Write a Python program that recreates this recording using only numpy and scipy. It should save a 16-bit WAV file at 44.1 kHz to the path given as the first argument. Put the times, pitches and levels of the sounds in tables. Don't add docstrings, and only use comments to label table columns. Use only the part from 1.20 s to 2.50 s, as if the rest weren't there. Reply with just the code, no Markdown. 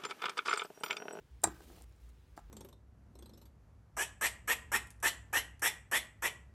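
import sys
import numpy as np
from scipy import signal
from scipy.io import wavfile
from scipy.ndimage import uniform_filter1d

SR = 44100
rng = np.random.default_rng(int(sys.argv[2]) if len(sys.argv) > 2 else 0)


def ratio_of_db(decibels):
    return 10 ** (np.asarray(decibels, float) / 20)


def pcm_store(signal):
    levels = np.round(np.clip(np.atleast_2d(signal), -1, 1) * 32767)
    wavfile.write(sys.argv[1], SR, levels.astype(np.int16).T)


N = 57330

# start_s, pitch_hz, level_db
RUMBLE_TRACK = [(0.0, 56.5, -76), (0.064, 58.7, -73), (0.136, 60.8, -51.5), (0.234, 55.5, -60),
                (0.282, 62.1, -50), (0.404, 61.7, -62.5), (0.42, 61.1, -86), (0.514, 56.5, -54),
                (0.592, 59.7, -70), (0.648, 57.46, -54), (0.756, 60.1, -63.5), (0.778, 57.1, -77),
                (0.832, 58.2, -49.5), (1.082, 60.16, -65.5), (1.126, 57, -54.5), (1.19, 50.95, -81.5),
                (1.216, 51.6, -54.5), (1.3, 49, -59)]
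# freq_hz, density_db
AIR_SPECTRUM = [(12, -78.5), (20, -33), (59, 8.5), (91, -10), (125, -13), (204, -20), (364, -29.5),
                (441, -34.5), (700, -45.5), (910, -65.5), (1540, -120)]
# freq_hz, density_db
CLOSED_HISS_SPECTRUM = [(180, -43), (300, -15.5), (361, -9), (441, -8.5), (717, -18.5), (793, -13),
                        (2570, -19.5), (11400, -31), (16500, -33.5)]
# freq_hz, density_db
OPEN_HISS_SPECTRUM = [(180, -23), (300, 3), (1480, -11.5), (1600, -10.5), (1740, -11.5), (3190, -10.5),
                      (11600, -16), (15400, -16.5), (16500, -33)]
# open_s, close_s, open_level_db, close_level_db
SUPPRESSOR_OPENINGS = [
    (0.23, 0.645, -73, -73),
    (0.653, 0.788, -91, -92),
    (.800, 0.907, -83.5, -85),
    (0.892, .905, -88, -88),
    (1.164, 1.173, -79, -67),
    (1.174, 1.204, -79, -78),
]
# freq_hz, t60_s
ROOM_DECAY = [(150, 0.54), (600, 0.083), (1500, 0.44), (4000, 0.17), (8000, 0.11), (14000, 0.074)]
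# freq_hz, level_db, t60_s
CASE_MODES = [(100, -6, .12), (177, -7, .1), (250, -9, .06), (335, -3, .1), (395, -4, .04), (603, -9, .035),
              (735, -4, .04), (810, 0, .04), (970, 0, .03), (1060, -1, .035), (1225, -4, .04),
              (1535, -6, .04), (1925, -10, .03), (2335, -13, .035)]
# start_s, level_db, brightest_hz, ring_share
CASE_KNOCKS = [(.2347, -26.5, 520, 0), (.2383, -25, 1200, 0.55), (.2401, -12.5, 950, 0.52),
               (.2404, -19.5, 2340, 0.65), (.2410, -27.5, 384, 0.67), (.2500, -24.5, 1010, 0.9),
               (.2560, -35, 149, 1.), (.2716, -31, 312.3, 1.), (.2746, -30.5, 1000, 0.8),
               (.2850, -45.5, 171, 1.), (.3240, -51.5, 314, 1), (.4047, -45.5, 362, .8),
               (.4052, -42.5, 1130, 0.47), (.4790, -50.5, 218, 0.9), (.4997, -45, 416.4, 0.3),
               (.5003, -42, 980, 0.35), (.5110, -49, 220, 0.52), (.5340, -55, 200, 0.8),
               (.5730, -49, 453, 0.4), (.5832, -47, 650, 0.38), (.6095, -50, 421, 0.56),
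               (1.1771, -27, 700, 0.26), (1.1815, -43.5, 902, 0.73), (1.1900, -41, 790, 0.54)]
# freq_hz, level_db, t60_s
STEEL_MODES = [(3850, -12, .02), (4800, -13, .02), (5717, -17, .035), (6455, -17, .015), (7171, -14, .025),
               (7505, 0, .028), (7540, -12, .075), (8300, -3, .024), (8685, -1, .023), (8950, -9, .022),
               (9200, -10, .022), (9800, -14, .03), (10900, -18, .02), (12300, -19, .04)]
# start_s, level_db, brightest_hz, ring_share
TWEEZER_TICKS = [(.2161, -65, 10000, .2), (.2187, -54, 8200, .4), (.2294, -59, 8000, .4),
                 (.2345, -52, 12000, .3), (.2373, -19, 9600, .3), (.2399, -11.5, 8100, 1.),
                 (.2376, -36, 4200, .8), (.2401, -28, 4000, 1.), (.2491, -32, 8400, .3),
                 (.2737, -38, 5500, .2), (.2742, -47, 12300, .4), (.4065, -56, 5000, .2),
                 (.5000, -64, 11000, .2), (.5205, -64, 9000, .2), (.6215, -47, 8500, .25),
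                 (.6945, -68, 13000, .2), (.7245, -68, 5500, .2), (.8210, -70, 14000, .2),
                 (.8912, -62, 10000, .4), (.7610, -70, 9700, 1.4), (1.1652, -63, 8000, .3),
                 (1.1656, -60, 13000, .3), (1.1662, -64, 4800, .5), (1.1760, -58, 12500, .3),
                 (1.1764, -50, 4800, .3), (1.1775, -56, 7500, .4), (1.1910, -59, 4600, .8),
                 (1.1960, -65, 8500, .3)]


def evened(x):
    return x / np.sqrt(np.mean(x ** 2) + 1e-20)


def read(points, hz):
    f, value = np.transpose(points)
    return np.interp(np.log(hz + 1), np.log(f + 1), value)


def add(mix, start_s, sound):
    part = mix[round(start_s * SR):][:len(sound)]
    part += sound[:len(part)]


def noise(spectrum, lo_hz, patch_db, size=512):
    hop, hz = size // 4, np.fft.rfftfreq(size, 1 / SR)
    real, imag, patch = rng.standard_normal((N // hop + 5, len(hz), 3)).T
    patch = uniform_filter1d(patch, size=6, axis=0)
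    patch = evened(uniform_filter1d(patch, size=12, axis=1))
    gain = ratio_of_db(read(spectrum, hz)[:, None] + patch_db * patch)
    x = signal.istft((real + 1j * imag) * gain, nperseg=size, noverlap=size - hop)[1][:N]
    high_pass = signal.butter(4, lo_hz, "high", fs=SR, output="sos")
    above = signal.sosfilt(high_pass, x)
    return x / np.sqrt(np.mean(above ** 2))


def rumble():
    start_s, pitch_hz, level_db = np.transpose(RUMBLE_TRACK)
    t = np.arange(N) / SR

    def glide(values):
        return uniform_filter1d(np.interp(t, start_s, values), size=900)

    phase = 2 * np.pi * np.cumsum(glide(pitch_hz)) / SR
    tone = np.sqrt(2) * ratio_of_db(glide(level_db)) * np.sin(phase)
    air = [(hz, db - 12 * np.exp(-(np.log2(hz / 59) / 0.12) ** 2)) for hz, db in AIR_SPECTRUM]
    air += [(1400, -96)]
    return tone + ratio_of_db(-66) * noise(air, lo_hz=86, patch_db=1.5, size=4096)


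def hiss():
    edge_s, rustle_db, patch_db = .002, 1.5, 1.2
    low_cut = [(100, -54.5)]
    t, gate = np.arange(N) / SR, np.zeros(N)
    for open_s, close_s, open_db, close_db in SUPPRESSOR_OPENINGS:
        edge = np.clip(np.minimum(t - open_s, close_s - t) / edge_s + .5, 0, 1)
        gate += edge * ratio_of_db(np.interp(t, [open_s, close_s], [open_db, close_db]))
    flutter = evened(uniform_filter1d(rng.standard_normal(N), size=300))
    closed = noise(low_cut + CLOSED_HISS_SPECTRUM, lo_hz=700, patch_db=patch_db)
    opened = noise(low_cut + OPEN_HISS_SPECTRUM, lo_hz=700, patch_db=patch_db)
    return ratio_of_db(-75.5) * closed + 2 * gate * ratio_of_db(rustle_db * flutter) * opened


def room(x):
    delay_s, level_db = .005, -17
    taps = np.zeros(SR // 2)
    at = np.arange(round(delay_s * SR), SR // 2 - 20, 12)
    taps[at + rng.integers(0, 12, len(at))] = rng.choice([-1., 1.], len(at))
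    hz, t, z = signal.stft(taps, SR, nperseg=256)
    decay = ratio_of_db(-60 * t / read(ROOM_DECAY, hz)[:, None])
    tail = signal.istft(z * decay, SR, nperseg=256)[1]
    return ratio_of_db(level_db) * signal.fftconvolve(x, tail / np.linalg.norm(tail))[:N]


def hits(rows, modes, reach_octaves, crack_db, rise_s, haze_db, haze_spread, haze_longer):
    detune, scatter_db, crack_s = .002, 1.5, .0008
    out = np.zeros(N)
    hz, mode_db, t60_s = np.transpose(modes)
    side, turn = rng.uniform(-1, 1, (2, 3, len(hz)))
    for start_s, level_db, top_hz, ring in rows:
        tune, size = rng.standard_normal((2, len(hz)))
        ring = np.clip(ring, .05, 1.5)
        t = np.arange(512 + round(.2 * ring * SR)) / SR
        col = t[:, None]

        distance = np.log2(hz / top_hz) / reach_octaves
        gain = ratio_of_db(mode_db + scatter_db * size - 6 * distance ** 2)
        waves = ratio_of_db(-60 * col / (t60_s * ring)) * np.sin(2 * np.pi * hz * (1 + detune * tune) * col)
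        near = sum(np.sin(2 * np.pi * hz * (1 + haze_spread * a) * col + np.pi * b)
                   for a, b in zip(side, turn))
        waves += ratio_of_db(haze_db - 60 * col / (t60_s * ring * haze_longer)) * near
        sound = waves @ (gain / np.linalg.norm(gain))

        band = signal.butter(2, [top_hz / 1.7, min(top_hz * 1.4, 15000)], "band", fs=SR)
        crack = evened(signal.lfilter(*band, rng.standard_normal(512)))
        sound[:512] += ratio_of_db(crack_db) / ring * crack * np.exp(-t[:512] / crack_s)

        sound *= 1 - np.exp(-t / rise_s)
        sound *= np.cos(t / t[-1] * np.pi / 2)
        low_cut = signal.butter(1, top_hz / 2, "high", fs=SR)
        add(out, start_s, ratio_of_db(level_db) * signal.lfilter(*low_cut, sound))
    return out


def case_knocks():
    return hits(CASE_KNOCKS, CASE_MODES, reach_octaves=.9, crack_db=-20, rise_s=.0009,
                haze_db=-12, haze_spread=.12, haze_longer=1.8)


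def tweezer_ticks():
    return hits(TWEEZER_TICKS, STEEL_MODES, reach_octaves=.55, crack_db=-14, rise_s=.00008,
                haze_db=-20, haze_spread=.03, haze_longer=3.)


def scene():
    near = tweezer_ticks() + case_knocks()
    return (near + room(near) + rumble() + hiss())[None]


def top_cut(x):
    return signal.sosfilt(signal.butter(12, 16690, fs=SR, output="sos"), x)


def record(dry):
    low_edge_hz, high_edge_hz = 36, 16450
    high_pass = signal.butter(2, low_edge_hz, "high", fs=SR, output="sos")
    low_pass = signal.firwin(301, high_edge_hz, window=("kaiser", 9), fs=SR)
    mix = signal.oaconvolve(signal.sosfilt(high_pass, dry), low_pass[None], "same")
    return top_cut(mix)


dry = scene()
out = record(dry)
pcm_store(out)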